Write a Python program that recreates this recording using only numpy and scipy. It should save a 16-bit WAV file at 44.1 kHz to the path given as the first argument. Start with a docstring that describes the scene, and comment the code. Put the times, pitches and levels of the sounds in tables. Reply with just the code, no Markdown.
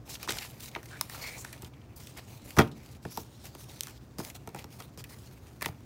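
"""Trading cards are handled on a table, close to the microphone, in a quietly rumbling small room.
First they are gathered and slid: shaped grain noise hisses and scrapes, resonant clicks snap, and gliding
bands of noise make edges sing, with one bright airy swish near 1.37 s. Near 2.6 s the deck is knocked
down: tabletop modes, a thud and card clicks. From 3 s fingers bump the table while picking up more cards,
with lighter sliding, snaps and two more songs of an edge between."""
import sys
import numpy as np
from scipy import signal
from scipy.fft import rfft, irfft
from scipy.io import wavfile
from scipy.ndimage import uniform_filter1d

SR = 44100
rng = np.random.default_rng(int(sys.argv[2]) if len(sys.argv) > 2 else 0)


def wav_out(sig):
    """Save sig, one row per channel (or a flat mono array), as 16-bit PCM at SR to the path in sys.argv[1]."""
    wavfile.write(sys.argv[1], SR, np.round(np.clip(np.atleast_2d(sig).T, -1, 1) * 32767).astype(np.int16))


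N = 257984

# room rumble: (frequency [Hz], relative density [dB per Hz])
RUMBLE_SPECTRUM = [(20, -20), (40, -22), (60, 2), (80, 0), (125, 3.5), (170, -6), (290, -7.5), (450, -15.5),
                   (800, -21), (1300, -25.5), (3000, -36.5), (6000, -36), (11000, -47), (16000, -40)]
RUMBLE_DB, HUM_HZ, HUM_DB = -50.5, 120.2, -66
# room reverberation: (frequency [Hz], t60 [s])
REVERB_T60_S = [(100, 0.57), (400, 0.36), (1500, 0.24), (5000, 0.16), (14000, 0.27)]
# light touches of resting hands: (start [s], length [s], hiss before trim [dB], scrape before trim [dB],
# sheen above 8 kHz [dB])
LIGHT_TOUCHES = [(.05, 1.63, -60.5, -58, -3), (1.72, .23, -83.5, -64.5, 2), (1.96, 0.73, -61.5, -61.5, -9),
                 (2.74, 0.23, -64.5, -62, -7), (3.02, .96, -60.5, -68.5, -9),
                 (4.0, 0.946, -69.5, -68.5, -5), (5.04, 0.67, -65, -66, -2), (5.7, 0.22, -71, -68, -8)]
FIDGET_DB, FIDGET_S = 1.5, 0.036  # rms and smoothing width of the light-touch variation
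# one card pushed over another: (start [s], length [s], hiss before trim [dB], scrape before trim [dB],
# sheen above 8 kHz [dB])
CARD_STROKES = [(.087, 0.071, -42, -54, -6.5), (.192, 0.067, -49.5, -44.5, -11),
                (.279, 0.04, -34.5, -37, -10), (.325, .15, -44, -46.5, -7), (.48, 0.03, -51.5, -66, 1),
                (.595, .093, -47.5, -63, -1), (.715, .09, -76, -56, -4), (.875, 0.22, -56, -55.5, -11),
                (1.088, 0.22, -48, -48, -3), (1.21, 0.18, -47, -52, -4), (1.37, 0.052, -52, -64, 7),
                (1.44, .125, -54, -52.5, -6), (1.957, 0.027, -48.5, -66, 4), (1.99, .12, -54, -59.5, -4),
                (2.163, 0.031, -53, -45, -8), (2.275, .11, -57.5, -59, 1), (2.44, 0.12, -54.5, -55, 5),
                (2.822, 0.042, -59, -65, -4), (2.908, 0.021, -51.5, -64, -7), (3.02, 0.069, -60.5, -66, -5),
                (3.1, .125, -52, -60, 5), (3.435, 0.04, -50.5, -52.5, -2), (3.575, 0.068, -56, -61.5, 0),
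                (3.68, 0.12, -52.5, -56.5, -5), (3.822, 0.088, -52.5, -54, 0),
                (4.179, 0.035, -47.5, -52, -6), (4.22, 0.092, -52, -54, 0), (4.343, 0.025, -50.5, -54, -4),
                (4.548, 0.074, -54, -51.5, -6), (4.703, 0.071, -56.5, -60, -3),
                (4.783, 0.072, -54.5, -55, -2), (4.975, 0.034, -50.5, -50.5, -4),
                (5.088, 0.057, -54, -56, -2), (5.18, 0.096, -56.5, -72, -7), (5.453, 0.057, -72, -60, -6),
                (5.617, 0.066, -46.5, -47.5, -2)]
ATTACK_S, SAG_DB_PER_S, RELEASE_S = 0.0097, 22, 0.0072  # sag: strokes only
# friction of glossy faces and of flexing sheets: (frequency [Hz], relative density [dB per Hz])
HISS_SPECTRUM = [(500, -36), (1800, -15), (3000, -2.5), (4300, 1), (6500, -0.5), (10000, -1.5),
                 (15500, 0.5)]
SCRAPE_SPECTRUM = [(100, 14), (300, 8), (800, 12.5), (1500, 2.5), (2400, 9), (3300, -3), (6000, -15.5)]
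# card clicks: edges slipping free, one short stroke at 1.15 s, the deck's click at 2.59 s:
# (time [s], flex level [dB], flex resonance [Hz], crack level [dB], t60 [s])
CARD_CLICKS = [(.153, -41, 2900, -55, 0.032), (.2296, -44.5, 2400, -38.5, 0.019),
               (.2754, -35.5, 990, -45, 0.014), (.2867, -33.5, 1510, -52, 0.024),
               (.2918, -29.5, 3530, -39, 0.027), (.3052, -33.5, 1630, -34.5, 0.023),
               (.3215, -36.5, 2850, -36, 0.013), (.385, -33, 3780, -50, 0.017),
               (.7499, -34.5, 2300, -64, 0.013), (.7622, -39, 1580, -61, .02),
               (.83, -51, 1650, -51.5, .022), (.857, -56, 2200, -49.5, 0.03),
               (1.0111, -34, 1180, -24, 0.011), (1.097, -44, 2030, -43, 0.02),
               (1.1457, -47.5, 1360, -46, 0.11), (1.447, -39.5, 1520, -42, 0.023),
               (1.528, -45.5, 2040, -43, 0.042), (1.621, -63, 1420, -44.5, 0.032),
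               (1.646, -51.5, 3020, -49, 0.036), (2.0707, -50.5, 3190, -48, 0.03),
               (2.1744, -50, 1860, -46, 0.038), (2.5057, -46, 2580, -45.5, .027),
               (2.5665, -35, 1240, -42, 0.061), (2.5895, -17.5, 1330, -27, 0.04),
               (2.61, -29.5, 1250, -44, .027), (2.618, -35.5, 3180, -54, .033),
               (2.7147, -54.5, 4220, -61, 0.098), (3.6936, -51, 3500, -59, 0.027),
               (4.4905, -56, 1110, -52.5, 0.012), (4.593, -57, 1270, -49, .008),
               (3.808, -45, 3300, -29, 0.0043), (3.8339, -54, 2020, -36, 0.017),
               (3.8704, -47.5, 1420, -44, 0.016), (4.249, -45, 4000, -40, 0.013),
               (4.3, -47.5, 2490, -44.5, 0.045), (5.0403, -48, 2250, -45, .04),
               (5.61, -42, 1670, -45, 0.028), (5.6195, -34, 1630, -39.5, 0.05),
               (5.6254, -34, 2090, -33.5, 0.0066), (5.659, -29.5, 2530, -34, 0.014)]
# crack part of a card click: (frequency [Hz], relative density [dB per Hz])
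CRACK_SPECTRUM = [(200, -30), (1000, -16), (3000, -0.5), (6000, 2), (9000, -1), (13000, -1), (16000, -4)]
# chance snaps: rate, level above the rubbing, largest scatter; centre pitch, largest deviation, decay
STRAY_PER_S, STRAY_DB, STRAY_SPREAD_DB = 4.7, 4, 1.5
STRAY_HZ, STRAY_OCTAVES, STRAY_T60_S = 2300, 0.83, 0.025
# deck or fingers land on the table: (time [s], level [dB], hardness [dB per octave],
# weight in the bass [dB], flex of the touching card [dB], its click [dB])
TABLE_BLOWS = [(.286, -38, 2, -9, -37, -54), (0.3063, -45, 6, 2, -46, -52),
               (.7595, -42.5, -3.5, -26, -37, -60), (1.629, -45, -2.5, 6, -54, -64),
               (2.573, -24, -5.5, 4, -38, -52), (2.5862, -15, 1.5, 2, -24, -38),
               (2.6, -21.5, 1, 3, -30, -50), (3.051, -37, -15, -2.5, -38.5, -55),
               (3.1737, -40.5, -5.5, -9, -32, -37.5), (3.55, -52, -3.5, -11, -47, -48.5),
               (4.1845, -36.5, -16, -4, -47, -43), (4.2, -43, -3.5, -12, -39, -51),
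               (4.4743, -44, -7, -6, -41, -47), (4.5465, -45.5, 1, 0, -37.5, -45),
               (4.561, -56, -14, -8, -45, -51), (4.6423, -48.5, -6.5, -2, -48, -47),
               (4.802, -48.5, 7, -10, -49, -48), (4.975, -47.5, -19, -8, -53, -49.5),
               (5.6209, -46.5, 2, -19, -37.5, -51), (5.659, -39, 1, 6, -34, -40),
               (5.6869, -41.5, -22, 14, -40.5, -53)]
# tabletop modes: (frequency [Hz], relative level [dB], t60 [s])
TABLE_MODES = [(90, -3, .13), (127, -1, .15), (175, 1, .17), (228, -2, .14), (281, -2, .15), (346, 0, .13),
               (410, -1, .1), (452, -2, .12), (580, -8, .11), (672, -11, .09), (727, -9, .09),
               (801, -4, .08), (927, -3, .075), (1071, -13, .11), (1251, -3, .08), (1350, -6, .06),
               (1425, -4, .07), (1905, -11, .07), (2020, -11, .07), (2298, -15, .08), (2570, -14, .06),
               (3260, -15, .08)]
# dense thud between the modes: (frequency [Hz], relative density [dB per Hz])
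THUD_SPECTRUM = [(30, -57), (60, -0.5), (90, 17.5), (170, 1), (450, 15), (650, 13.5), (1400, -68),
                 (2500, -13), (6000, -1), (16000, -119)]
# decay of the thud: (frequency [Hz], t60 [s])
THUD_DECAY_S = [(100, 0.038), (400, 0.07), (1200, 0.017), (4000, 0.01), (12000, 0.031)]
# blow jolting loose cards: level against the blow, speed of settling
JOLT_HISS_DB, JOLT_HISS_DB_PER_S = -16, 620
JOLT_SCRAPE_DB, JOLT_SCRAPE_DB_PER_S = -13.5, 319
TAP_HZ, TAP_T60_S = 830, 0.017  # card at the point of contact
# edges sing, and one bright airy swish near 1.37 s: (start [s], length [s], level [dB],
# start centre [Hz], end centre [Hz], width of each resonator pole [Hz], octave against fundamental [dB])
SONGS_AND_SWISH = [(0.394, 0.068, -50, 2610, 2240, 905, -8), (0.746, 0.069, -57, 2300, 2050, 800, -17),
                   (0.898, 0.088, -49.5, 1400, 1745, 557, -18), (1.201, 0.11, -43, 2167, 2220, 480, -5),
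                   (1.25, 0.15, -49, 2190, 2266, 483, -25), (1.367, 0.078, -48.5, 7100, 7580, 2650, -22),
                   (3.083, 0.15, -52.5, 5660, 5660, 1100, -8), (5.639, 0.019, -40, 1790, 2300, 700, -13)]
EDGE_HZ = 15850  # recorder band limit


def amp(db):
    """Decibels to gain."""
    return 10 ** (np.asarray(db) / 20)


def unit(x):
    """Scales to an rms of 1."""
    return x / np.sqrt(np.mean(x ** 2) + 1e-20)


def read(points, hz):
    """Reads a table along a log-frequency axis."""
    f, value = np.transpose(points)
    return np.interp(np.log(hz + 1), np.log(f + 1), value)


def bins(size):
    """Spectrum frequencies for size samples, at least 1 Hz."""
    return np.maximum(np.fft.rfftfreq(size, 1 / SR), 1)


def add(mix, start_s, sound):
    """Mixes a sound in at start_s."""
    part = mix[max(round(start_s * SR), 0):][:len(sound)]
    part += sound[:len(part)]


def colour(x, db):
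    """Minimum-phase filter with the given gain per bin; attacks stay sharp."""
    cepstrum = irfft(np.log(amp(np.maximum(db, -100))))
    half = len(cepstrum) // 2
    # fold the cepstrum to make the filter causal
    cepstrum[1:half] *= 2
    cepstrum[half + 1:] = 0
    response = irfft(np.exp(rfft(cepstrum)))[:half]
    return signal.fftconvolve(x, response)[:len(x)]


def attack_level(x, db, size):
    """Sets the rms level of the first size samples of a hit."""
    return amp(db) * x / np.sqrt(np.mean(x[:size] ** 2) + 1e-20)


def ripple(size, width):
    """Smooth random curve of rms 1, with bumps about width points wide."""
    once = uniform_filter1d(rng.standard_normal(size), width)
    return unit(uniform_filter1d(once, width))


def dying_noise(t60_s, size):
    """Noise in which each frequency dies at its own speed."""
    hz, t, z = signal.stft(rng.standard_normal(size), SR, nperseg=256)
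    decay = amp(-60 * t / read(t60_s, hz)[:, None])
    return signal.istft(z * decay, SR)[1][:size]


def background():
    """Steady low noise of the room with a faint mains hum."""
    spectrum = rfft(rng.standard_normal(N)) * amp(read(RUMBLE_SPECTRUM, bins(N)))
    rumble = unit(irfft(spectrum, N))
    hum = unit(np.sin(2 * np.pi * HUM_HZ * np.arange(N) / SR))
    return amp(RUMBLE_DB) * rumble + amp(HUM_DB) * hum


def room(x, wet_db=-17, build_s=0.0049):
    """Short reverberation: a soft-onset noise tail whose decay varies with frequency."""
    tail = dying_noise(REVERB_T60_S, size=22016)
    tail *= 1 - np.exp(-np.arange(len(tail)) / SR / build_s)
    return amp(wet_db) * signal.fftconvolve(x, tail / np.linalg.norm(tail))[:N]


def push(length_s, sag_db_per_s):
    """Gain of one hand movement: attack, sagging hold, release."""
    t = np.arange(0, length_s + 10 * RELEASE_S, 1 / SR)
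    attack = np.minimum(t / ATTACK_S, 1)
    hold = amp(-sag_db_per_s * np.minimum(t, length_s))
    release = np.exp(-np.maximum(t - length_s, 0) / RELEASE_S)
    return attack * hold * release


def rubbing():
    """Strokes and light touches add in power: dB of hiss, scrape and sheen over time."""
    hiss, scrape, sheen = np.full((3, N), 1e-10)
    fidget = amp(FIDGET_DB * ripple(N, int(FIDGET_S * SR)))
    for moves, sag, unsteady in ((CARD_STROKES, SAG_DB_PER_S, np.ones(N)), (LIGHT_TOUCHES, 0, fidget)):
        for start_s, length_s, hiss_db, scrape_db, sheen_db in moves:
            gain = push(length_s, sag)
            variation = np.roll(unsteady, -round(start_s * SR))[:len(gain)]
            power = (gain * variation) ** 2
            add(hiss, start_s, power * amp(hiss_db) ** 2)
            add(scrape, start_s, power * amp(scrape_db) ** 2)
            # sheen is averaged by hiss power
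            add(sheen, start_s, power * amp(hiss_db) ** 2 * sheen_db)
    return 10 * np.log10(hiss), 10 * np.log10(scrape), sheen / hiss


def friction(spectrum, grain_db, grains_per_s, smooth, patchy_db):
    """Fibres catch and let go; the colour drifts as the cards overlap differently."""
    sizes = amp(grain_db * np.minimum(rng.exponential(1, N), 4))
    catches = sizes * (rng.random(N) < grains_per_s / SR)
    drive = unit(catches * rng.choice([-1, 1], N)) + smooth * rng.standard_normal(N)
    hz, t, z = signal.stft(drive, SR, nperseg=512)
    patches = uniform_filter1d(rng.standard_normal(z.shape), size=8, axis=0)
    patches = unit(uniform_filter1d(patches, size=14, axis=1))
    gain_db = read(spectrum, hz)[:, None] + patchy_db * patches
    return unit(signal.istft(z * amp(gain_db), SR)[1][:N])


def papery_ticks(per_s=220, spread_db=5.0, cycles=0.79, count=16):
    """Corners brush past each other: tiny decaying sines, each at the pitch of its own bit of card."""
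    out, t = np.zeros(N), np.arange(512) / SR
    for hz in np.geomspace(1100, 9000, count):
        sizes = amp(spread_db * np.minimum(rng.exponential(1, N), 2))
        strikes = sizes * (rng.random(N) < per_s / count / SR)
        tick = np.sin(2 * np.pi * hz * t) * np.exp(-t * hz / cycles)
        out += unit(signal.oaconvolve(strikes, tick)[:N])
    return unit(out)


def sliding(hiss, scrape, sheen, hiss_trim_db=0.5, scrape_trim_db=-2, judder_db=2.0, ticks_db=-7.5):
    """Glossy faces hiss while sheets scrape and tick, all shaken by uneven finger pressure."""
    ticks = amp((hiss + scrape) / 2 + ticks_db) * papery_ticks()
    hiss = jolted(hiss, JOLT_HISS_DB, JOLT_HISS_DB_PER_S)
    scrape = jolted(scrape, JOLT_SCRAPE_DB, JOLT_SCRAPE_DB_PER_S)
    judder = judder_db * ripple(N, 700)
    fine = friction(HISS_SPECTRUM, grain_db=3.8, grains_per_s=3000, smooth=1.2, patchy_db=2.4)
    low = signal.sosfiltfilt(signal.butter(2, 8000, fs=SR, output="sos"), fine)
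    # sheen weights the treble against the rest
    fine = (low + amp(sheen) * (fine - low)) / np.sqrt((1 + amp(sheen) ** 2) / 2)
    coarse = friction(SCRAPE_SPECTRUM, grain_db=3.5, grains_per_s=900, smooth=1, patchy_db=3)
    faces = amp(hiss + hiss_trim_db) * fine
    sheets = amp(scrape + scrape_trim_db) * coarse
    return amp(judder) * (faces + sheets + ticks)


def bending(x, lag_s=0.001124):
    """Bending waves travel as the root of frequency, so a click's lows arrive late (lag_s at 1 kHz)."""
    phase = 4 * np.pi * lag_s * np.sqrt(1000 * bins(N))
    return irfft(rfft(x) * np.exp(-1j * phase), N)


def card_clicks(rows, sharpness=2.7, crack_life=0.66, reach=1.9):
    """Each is an impulse with a short chatter, heard as a crack and through the bending card."""
    out, t, hz = np.zeros(N), np.arange(4096) / SR, bins(size=4096)
    flex_chatter, crack_chatter, uneven_db = .4, .2, 1.8
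    for start_s, flex_db, flex_hz, crack_db, t60_s in rows:
        a, b = rng.standard_normal((2, len(t)))
        fade_db = -60 * t / t60_s
        card_db = uneven_db * ripple(len(hz), 30)
        # one broad resonance, above which the bending card carries little
        resonance = 1 + (sharpness * (hz / flex_hz - flex_hz / hz)) ** 2
        rolloff = 1 + (hz / flex_hz / reach) ** 4
        bend_db = -10 * np.log10(resonance * rolloff)
        bend = colour((t == 0) + flex_chatter * a * amp(fade_db), bend_db + card_db)
        crack_drive = (t == 0) + crack_chatter * b * amp(fade_db / crack_life)
        crack = colour(crack_drive, read(CRACK_SPECTRUM, hz) + card_db)
        add(out, start_s, attack_level(bend, flex_db, size=220) + attack_level(crack, crack_db, size=220))
    return bending(out)


def stray_snaps(hiss, scrape, count=80):
    """Small snaps at random moments, their level following the rubbing that frees them."""
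    rows = []
    for chance, (place, size, pitch) in zip(rng.random(count), rng.uniform(-1, 1, (count, 3))):
        if chance < STRAY_PER_S * N / SR / count:
            at = int((place + 1) / 2 * N)
            db = STRAY_DB + STRAY_SPREAD_DB * size
            hz = STRAY_HZ * 2 ** (STRAY_OCTAVES * pitch)
            rows.append((at / SR, scrape[at] + db, hz, hiss[at] + db, STRAY_T60_S))
    return rows


def blows(thud_db=-8, pivot_hz=500, bass_hz=200):
    """The tabletop rings under each blow; a harder contact is brighter, a heavier one deeper."""
    out, t, hz = np.zeros(N), np.arange(16384) / SR, bins(size=16384)
    ring = np.zeros(len(t))
    for k, (mode_hz, mode_db, t60_s) in enumerate(TABLE_MODES):
        ring += (-1) ** k * amp(mode_db - 60 * t / t60_s) * np.sin(2 * np.pi * mode_hz * t)
    for start_s, db, hardness, weight_db, _, _ in TABLE_BLOWS:
        thud = colour(dying_noise(THUD_DECAY_S, size=len(t)), read(THUD_SPECTRUM, hz))
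        contact_db = hardness * np.log2(1 + hz / pivot_hz) + weight_db / (1 + (hz / bass_hz) ** 4)
        hit = colour(unit(ring) + amp(thud_db) * unit(thud), contact_db)
        add(out, start_s, attack_level(hit, db, size=880))
    return out


def contact_snaps():
    """Every blow on the table begins with a dull snap of the card that touches it."""
    return [(s, flex_db, TAP_HZ, click_db, TAP_T60_S) for s, _, _, _, flex_db, click_db in TABLE_BLOWS]


def jolted(level_db, jolt_db, settle_db_per_s):
    """Adds to a rubbing level the brief shiver of the cards after every blow."""
    power, t = amp(level_db) ** 2, np.arange(SR // 2) / SR
    for start_s, db, *_ in TABLE_BLOWS:
        add(power, start_s, amp(db + jolt_db - settle_db_per_s * t) ** 2)
    return 10 * np.log10(power)


def songs_and_swish():
    """Gliding noise band and its octave, in uneven spurts: stick-slip song of an edge or, wide, a swish."""
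    out = np.zeros(N)
    for start_s, length_s, db, start_hz, end_hz, width_hz, octave_db in SONGS_AND_SWISH:
        n = int(length_s * SR)
        turn = np.exp(2j * np.pi * np.cumsum(np.linspace(start_hz, end_hz, n)) / SR)
        r = np.exp(-np.pi * abs(width_hz) / SR)
        # double-pole low-passed noise, shifted up to the gliding centre
        noise = rng.standard_normal((4, SR))
        a, b, c, d = signal.lfilter([1], [1, -2 * r, r * r], noise)[:, :n]
        fundamental = unit(((a + 1j * b) * turn).real)
        octave = unit(((c + 1j * d) * turn ** 2).real)
        band = fundamental + amp(octave_db) * octave
        spurts_db = 2.5 * ripple(n, 180)
        add(out, start_s, amp(db) * unit(band * amp(spurts_db)) * signal.windows.tukey(n, .6))
    return out


def scene():
    """Cards and table in the room."""
    hiss, scrape, sheen = rubbing()
    floor = background()
    all_clicks = CARD_CLICKS + contact_snaps() + stray_snaps(hiss, scrape)
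    cards = sliding(hiss, scrape, sheen) + card_clicks(all_clicks) + blows() + songs_and_swish()
    return (cards + room(cards) + floor)[None]


def record(dry, low_cut_hz=34):
    """The microphone's bass roll-off and the recorder's band limit."""
    x = signal.sosfilt(signal.butter(2, low_cut_hz, "high", fs=SR, output="sos"), dry)
    band_limit = signal.firwin(301, EDGE_HZ, window=("kaiser", 8), fs=SR)
    return signal.oaconvolve(x, band_limit[None], "same")


dry = scene()
out = record(dry)
wav_out(out)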